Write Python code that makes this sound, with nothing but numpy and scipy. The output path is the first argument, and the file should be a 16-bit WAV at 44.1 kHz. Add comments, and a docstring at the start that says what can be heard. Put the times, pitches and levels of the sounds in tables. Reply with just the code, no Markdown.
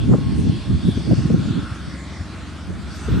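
"""Windy grass, some tens of metres from an idling helicopter, heard on a phone with two microphone ports.
Blade thumps are wavering harmonics; the exhaust roar is banded noise that comes and goes in the moving air.
Narrow noise bands are the turbine hisses, sines are the gear tones and a turbine whine running down.
Gusts rumble as low noise and buffet the ports separately as short swings of pressure with raspy noise;
a burst of rough air noise crackles over a gust."""
import sys
import numpy as np
from scipy import signal
from scipy.fft import rfft, irfft
from scipy.io import wavfile
from scipy.ndimage import uniform_filter1d

SR = 44100
rng = np.random.default_rng(int(sys.argv[2]) if len(sys.argv) > 2 else 0)


def wrap_up_sound(samples):
    """Save the sound to the file named by the first command line argument, as 16-bit audio."""
    columns = np.atleast_2d(samples).T
    # keep every value between -1 and 1, then stretch to whole-number steps
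    tamed = np.clip(columns, -1, 1)
    steps = np.round(tamed * 32767).astype(np.int16)
    wavfile.write(sys.argv[1], SR, steps)


N = 141120
T = np.arange(N) / SR
HZ = np.fft.rfftfreq(N, 1 / SR)
PORT_SIGN = np.array([[1], [-1]])  # a side signal is opposite on the left and right ports


def undb(db):
    """Decibels to an amplitude factor."""
    return 10 ** (np.asarray(db) / 20)


def unit(x):
    """Scale to an rms of 1."""
    return x / np.sqrt(np.mean(x ** 2))


def curve(table, order):
    """One column of a table over time."""
    return np.interp(T, np.array(table)[:, 0], np.array(table)[:, order])


def over_hz(table, hz):
    """A table read on a log-frequency axis."""
    return np.interp(np.log(hz + 1), np.log(np.array(table)[:, 0]), np.array(table)[:, 1])


def walk(rate):
    """Random levels held for 1 / rate s and smoothed twice, with a spread of about 1."""
    hold = int(SR / rate)
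    steps = np.repeat(rng.standard_normal(N // hold + 1), hold)
    smooth = uniform_filter1d(uniform_filter1d(steps, hold), hold)
    return 1.37 * smooth[:N]


def shaped(gain):
    """Noise with a given gain per frequency."""
    return irfft(rfft(rng.standard_normal(N)) * gain, N)


def hump(lo_hz, hi_hz, rise, fall):
    """Band shape with a slope of its own on each flank."""
    low_flank = 1 + (lo_hz / (HZ + 1)) ** (2 * rise)
    high_flank = 1 + (HZ / hi_hz) ** (2 * fall)
    return 1 / np.sqrt(low_flank * high_flank)


def wide_noise(shape, side_gain):
    """Noise shared by both ports plus separate noise of opposite sign on each."""
    return unit(shaped(shape)) + side_gain * unit(shaped(shape)) * PORT_SIGN


WIND_LIKE = 0.25  # share of the rumble's power common to both ports
WIND_TRIM_DB, WIND_FLICKER_DB, PORT_FLICKER_DB = -4.0, 1.5, 1.4
WIND_CALM_DB, WIND_CALM_SPAN_DB = -35.5, 4.2  # silent at the calm level, in full one span above it
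# wind rumble on the ports: time_s, level_db (before the trim), lowest_part_db (added for the lower band)
WIND_RUMBLE = [(0.0, -23, 7), (0.11, -10, -4), (0.15, -11, -11), (0.2, -20.5, -2.5), (0.43, -20, 2.5),
               (0.49, -14, 0), (0.55, -22.5, -0.5), (0.64, -34, 7.5), (0.7, -17, 1), (0.75, -23, 8.5),
               (0.8, -25.5, -1.5), (0.87, -13.5, -4), (0.92, -27.5, 2.5), (1.0, -24, 11),
               (1.03, -29.5, -16), (1.12, -9.5, -7), (1.16, -30.5, 12), (1.18, -20, 0.5),
               (1.33, -15.5, -2.5), (1.45, -19.5, -3), (1.57, -16.5, -16), (1.67, -35.5, 3.5),
               (1.94, -31, -4), (2.02, -40.5, 5), (2.18, -34, 3), (2.66, -37.5, -1), (2.69, -26.5, 0),
               (2.72, -30.5, 3), (3.02, -36.5, 10), (3.17, -19, 5.5), (3.2, -15, -5)]


def wind():
    """Moving air on the ports: rumble in two bands, nearly unrelated left and right, churning quickly."""
    out, main, churn = 0, curve(WIND_RUMBLE, order=1), walk(34.56)
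    bands = [(hump(107.5, 285, 9.5, 5.2), main),
             (hump(63, 123, 4.0, 3.98), main + curve(WIND_RUMBLE, order=2))]
    calm_gate = np.clip((main - WIND_CALM_DB) / WIND_CALM_SPAN_DB, 0, 1)
    for shape, level_db in bands:
        both = np.sqrt(WIND_LIKE) * unit(shaped(shape))
        ports = np.array([both + np.sqrt(1 - WIND_LIKE) * unit(shaped(shape)) for _ in range(2)])
        port_churn = np.array([walk(39.25), walk(40.26)])
        flicker_db = WIND_FLICKER_DB * churn + PORT_FLICKER_DB * port_churn
        out = out + ports * calm_gate * undb(level_db + WIND_TRIM_DB + flicker_db)
    return out


BLADE_HZ, BLADE_AT_S = 22.56, 2.213  # thump rate and a moment when its phase is zero
BLADE_DB, BLADE_SCATTER_DB = -32.5, 1  # rms of all harmonics together; waver of each one


def blade_phase():
    """Phase of the blade beat in radians, turning at a steady rate."""
    return 2 * np.pi * BLADE_HZ * (T - BLADE_AT_S)


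# blade thump harmonics: multiple (of BLADE_HZ), level_db (against each other)
BLADE_HARMONICS = [(2, -33), (3, 1.5), (4, -1), (5, -12.5), (6, -6.5), (7, -8), (8, -4.5), (9, -7),
                   (10, -8), (11, -12.5), (12, -14), (13, -12.5), (14, -16)]


def blades():
    """A low thump per blade; every harmonic wavers on its own, a little differently at each port."""
    out = 0
    for multiple, db in BLADE_HARMONICS:
        amplitude = undb(db + BLADE_SCATTER_DB * walk(7.8))
        waver_rad = 1.2 * walk(9) + 0.51 * np.array([walk(9), walk(9)])
        out = out + amplitude * np.cos(multiple * blade_phase() + waver_rad)
    return undb(BLADE_DB) * unit(out)


# parts of the roar swell or dip for a moment: time_s, half_length_s, pitch_hz, half_width_octaves, level_db
ROAR_SWELLS = [(0.016, 0.034, 3270, 0.18, 7), (0.28, 0.083, 4500, 0.4, 2.5), (0.393, 0.026, 9070, 0.17, 5),
               (0.57, 0.09, 3300, 0.49, 5), (0.598, 0.19, 1570, 0.35, -3), (0.924, 0.14, 3470, 0.14, 7.5),
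               (0.894, 0.028, 9400, 0.091, 5.5), (1.097, 0.28, 5110, 0.1, 7.5),
               (1.523, 0.11, 3240, 0.32, 4), (1.657, 0.17, 1385, 0.2, 8), (1.964, 0.055, 1930, 0.15, 10),
               (2.112, 0.067, 1930, 0.17, 7.5), (2.12, 0.12, 2850, 0.087, -11.5),
               (2.08, 0.078, 1480, .12, -6), (2.19, 0.028, 4940, 0.068, 8.5), (2.38, 0.15, 1480, 0.42, 4),
               (2.602, 0.18, 3950, 0.17, -1.5), (2.87, 0.065, 1420, 0.19, 4.5),
               (3.004, 0.056, 8000, 0.48, 3.5), (3.122, 0.044, 3800, 0.16, 6.5),
               (3.168, 0.13, 1500, 0.55, 7)]


def swell_db(hz):
    """Level change over time at one frequency, from bumps in time and log frequency."""
    s, half_s, at_hz, half_oct, db = np.array(ROAR_SWELLS).T
    near_db = db * np.exp(-(np.log2(hz / at_hz) / half_oct) ** 2 / 2)
    coarse_s = T[::256]
    bumps = np.exp(-((coarse_s - s[:, None]) / half_s[:, None]) ** 2 / 2)
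    return np.interp(T, coarse_s, near_db @ bumps)


ROAR_DB, ROAR_THROB_DB = -36.5, 0.3
ROAR_FLICKER_DB, FLICKER_DB_PER_OCT = 1.5, 0.62  # flicker, and its growth above 1500 Hz
# exhaust and rotor roar: pitch_hz, level_db (per Hz, against each other)
ROAR_COLOUR = [(24, -38), (40, -15), (51, -11.5), (79, -1.5), (113, -25.5), (134, -19), (228, -15.5),
               (319, -12), (378, -18), (406, -18), (437, -24), (628, -20.5), (970, -25.5), (1430, -22.5),
               (1860, -27.5), (2740, -29.5), (4660, -32), (7930, -42), (12800, -69), (16700, -100)]
# width of the roar: pitch_hz, side_minus_mid_db
ROAR_WIDTH = [(60, -5), (200, -14), (350, -19.5), (640, -12), (1160, -14), (2100, -10), (3790, -8.5),
              (6860, -6.5), (12400, 4.5)]
# the roar as the air carries it, also used by the hisses: time_s, level_db (less of it below 900 Hz here)
AIR_CARRY = [(0, 1), (.4, 0), (.8, 0), (1.2, 2), (1.6, 0.5), (2.0, 0), (2.4, -0.2), (2.8, 0), (2.95, 1.5),
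             (3.2, 2)]


def roar():
    """Exhaust noise in bands a fifth of an octave apart that swell, flicker and throb with the blades."""
    out, colour, throb = 0, undb(over_hz(ROAR_COLOUR, HZ)), np.cos(blade_phase())
    place = np.log2(HZ + 1) * 5
    for band in range(27, 70):
        hz = 2 ** (band / 5)
        shape = colour * np.cos(np.pi / 2 * np.clip(place - band, -1, 1))
        carry_db = curve(AIR_CARRY, order=1) * min(hz / 900, 1)
        depth_db = ROAR_FLICKER_DB + FLICKER_DB_PER_OCT * max(np.log2(hz / 1500), 0)
        flicker_db = depth_db * walk(rng.uniform(10.5, 29.86))
        level_db = swell_db(hz) + carry_db + ROAR_THROB_DB * throb + flicker_db
        side = undb(over_hz(ROAR_WIDTH, hz)) * shaped(shape)
        out = out + undb(level_db) * (shaped(shape) + side * PORT_SIGN)
    return undb(ROAR_DB) * unit(out)


HISS_SAG_S, HISS_FLICKER_DB = 1.5, 1.5
HISS_SWELL_TIMES = 2.1  # the hisses follow the roar's swells this many times as deeply, in dB
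# narrow hisses of the turbine: pitch_hz, width_hz, level_db, sag_db_per_s (from HISS_SAG_S on)
TURBINE_HISSES = [(3400, 320, -60, 4.5), (4340, 170, -61, 10), (8200, 1400, -60.5, 1.5),
                  (9290, 170, -65, 4.5), (10030, 2000, -68.5, 1.7)]


def hisses():
    """Turbine noise in narrow bands that swell more deeply than the roar around them."""
    out = 0
    for hz, width_hz, db, sag_db in TURBINE_HISSES:
        shape = np.exp(-((HZ - hz) / width_hz) ** 2 * 2)
        steady_db = db - sag_db * np.clip(T - HISS_SAG_S, 0, 9) + curve(AIR_CARRY, order=1)
        moving_db = HISS_SWELL_TIMES * swell_db(hz) + HISS_FLICKER_DB * walk(11.4)
        out = out + undb(steady_db + moving_db) * wide_noise(shape, 0.5)
    return out


TONE_WAVER_DB, TONE_WANDER = 1.5, 0.002  # level waver, and pitch wander as a fraction
GEARS_SLOW_S, GEARS_SLOW_PER_S2 = 1.75, 0.055  # the gears slow ever faster once the turbine is shut down
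# gearbox tones: pitch_hz (before slowing), level_db (against their common level)
GEAR_TONES = [(1081.5, 0), (2794, -15)]
# common level of the gear tones: time_s, level_db (rms)
GEAR_LEVEL = [(0, -51), (.27, -48), (.42, -55), (.75, -53.5), (.9, -56.5), (1.18, -55), (1.3, -50),
              (1.42, -55), (1.55, -49), (1.8, -59), (2.3, -57), (3.2, -66)]


def gear_tones():
    """Gear meshing as sines that waver in level and pitch, and sag as the gears slow."""
    out = 0
    for hz, db in GEAR_TONES:
        slowing = GEARS_SLOW_PER_S2 * np.clip(T - GEARS_SLOW_S, 0, 9) ** 2
        pitch_hz = hz * (1 - slowing + TONE_WANDER * walk(12.78))
        level_db = db + curve(GEAR_LEVEL, order=1) + TONE_WAVER_DB * walk(7.92)
        out = out + undb(level_db) * np.sin(2 * np.pi * np.cumsum(pitch_hz) / SR)
    return np.sqrt(2) * out  # sine peak from rms


BUFFET_CYCLES, BUFFET_SCATTER_RAD = 0.61, 1  # envelope half width; phase scatter of each port
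BUFFET_EDGE_DB = -11.5  # second harmonic against the swing
RASP_S, RASP_SIDE_DB = 0.0047, -8.5  # half length; side against mid
# single buffets, centred 4 ms after time_s:
# time_s, swing_db, pitch_hz, left_minus_right_db, rasp_db, bright_rasp_db
WIND_BUFFETS = [(0.092, -10.5, 152, 9, -37, -43), (0.11, -7.5, 180, -11, -29, -42),
                (0.122, -9.5, 176, 6, -28, -30), (0.137, -4, 181, 3, -22, -31),
                (0.144, -17, 196, 5, -22.5, -34), (0.182, -20, 183, 13, -29.5, -36),
                (0.266, -12.5, 118, 1, -48, -53), (0.389, -10.5, 133, 0.5, -33, -62),
                (0.468, -13, 201, 9, -49, -45), (0.493, -6, 140, 3.5, -40, -41),
                (0.691, -15.5, 151, 1, -41, -60), (0.867, -17, 188, -7, -44, -55),
                (0.885, -3, 185, 0.5, -35, -51), (0.972, -13.5, 210, 0, -37, -57),
                (0.998, -22, 114, 4, -55, -45), (1.073, -16.5, 138, -5, -29.5, -49),
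                (1.114, -7.5, 156, -1, -46, -22), (1.129, -6, 175, 3, -18.5, -39),
                (1.183, -7, 114, -1, -40, -45), (1.217, -15, 107, -11, -52, -45),
                (1.253, -8.5, 157, -3, -37, -58), (1.302, -8, 220, 2, -23, -39),
                (1.341, -2, 178.6, -1.5, -23, -40), (1.391, -17, 154, -2, -52, -53),
                (1.455, -17.5, 143, 7, -47, -37.5), (1.504, -10.5, 130, 0, -44, -43),
                (1.574, -15, 191, -4, -35, -59), (1.589, -20, 140, 4, -46, -51),
                (1.718, -18.5, 107, -1, -58, -50), (1.877, -19.5, 141, 3, -49, -62),
                (2.208, -18.5, 81, 3, -47, -51), (2.699, -19, 162, -1, -39, -45),
                (3.085, -18, 199, 1, -31.5, -44), (3.136, -16.5, 227, 2, -44, -45),
                (3.171, -11, 192, 4, -49, -48)]
# the rasp and the bright rasp: low_hz, high_hz
RASP_EDGES = [(280, 470), (480, 680)]


def buffets():
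    """Each buffet is a swing or two of pressure, out of step between the ports, with a short rasp on top."""
    out, gate = np.zeros((2, N)), np.zeros((2, N))
    chance = rng.standard_normal((len(WIND_BUFFETS), 3))
    for (s, db, hz, pan_db, *rasp_db), luck in zip(WIND_BUFFETS, chance):
        i = np.arange(max(int((s - .04) * SR), 0), min(int((s + .05) * SR), N))
        since_s = T[i] - s - .004
        cycles = since_s * hz
        gate[:, i] += undb(rasp_db)[:, None] * np.exp(-(since_s / RASP_S) ** 2 / 2)
        envelope = np.exp(-(cycles / BUFFET_CYCLES) ** 2 / 2)
        for port, sign in enumerate((1, -1)):
            phase = 2 * np.pi * cycles + np.pi * luck[0] + BUFFET_SCATTER_RAD * luck[1 + port]
            swing = np.cos(phase) + undb(BUFFET_EDGE_DB) * np.cos(2 * phase)
            out[port, i] += undb(db + sign * pan_db / 2) * envelope * swing
    for rasp_gate, (lo_hz, hi_hz) in zip(gate, RASP_EDGES):
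        out = out + rasp_gate * wide_noise(hump(lo_hz, hi_hz, 4, 6), undb(RASP_SIDE_DB))
    return out


CRACKLE_S, CRACKLE_HALF_S, CRACKLE_DB = 0.1325, 0.014, -34
CRACKLE_LO_HZ, CRACKLE_HI_HZ = 745, 1400


def crackle():
    """A rough burst of air noise over the first gust, its level roughened by a fast random flicker."""
    envelope = np.exp(-((T - CRACKLE_S) / CRACKLE_HALF_S) ** 2 / 2)
    puff = envelope * undb(CRACKLE_DB + 3 * walk(149))
    return puff * wide_noise(hump(CRACKLE_LO_HZ, CRACKLE_HI_HZ, 4.7, 6.9), undb(RASP_SIDE_DB))


# the whine runs down from WHINE_HZ at WHINE_S toward WHINE_END_HZ
WHINE_S, WHINE_HZ, WHINE_END_HZ, WHINE_FALL_S = 2.0, 15430, 8000, 1.883
WHINE_WAVER_DB = 3.5
# level of the whine: time_s, level_db (rms)
WHINE_LEVEL = [(1.9, -110), (2.0, -96), (2.24, -89), (2.5, -84), (2.82, -76), (2.9, -93), (2.96, -65),
               (3.02, -76), (3.1, -60.5), (3.2, -69)]


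def whine():
    """The turbine running down: a sine whose pitch decays exponentially, wavering apart on the two ports."""
    fall = np.exp(-np.clip(T - WHINE_S, -.2, 9) / WHINE_FALL_S)
    pitch_hz = WHINE_END_HZ + (WHINE_HZ - WHINE_END_HZ) * fall
    waver = walk(25.5) + 0.38 * np.array([walk(14), walk(9.1)])
    amplitude = np.sqrt(2) * undb(curve(WHINE_LEVEL, order=1) + WHINE_WAVER_DB * waver)
    return amplitude * np.sin(2 * np.pi * np.cumsum(pitch_hz) / SR)


def scene():
    """Everything that reaches the two ports."""
    helicopter = blades() + roar() + hisses() + gear_tones() + whine()
    return wind() + helicopter + buffets() + crackle()


TOP_HZ = 15000


def record(dry):
    """The phone cuts the deep bass, rounds the loudest peaks and cuts the top."""
    bass_cut = signal.butter(3, 45, "high", fs=SR, output="sos")
    top_cut = signal.ellip(8, .2, 70, TOP_HZ, fs=SR, output="sos")
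    x = signal.sosfilt(bass_cut, dry)
    rounded = np.tanh(.8 * x) / .8
    return signal.sosfilt(top_cut, rounded)


dry = scene()
out = record(dry)
wrap_up_sound(out)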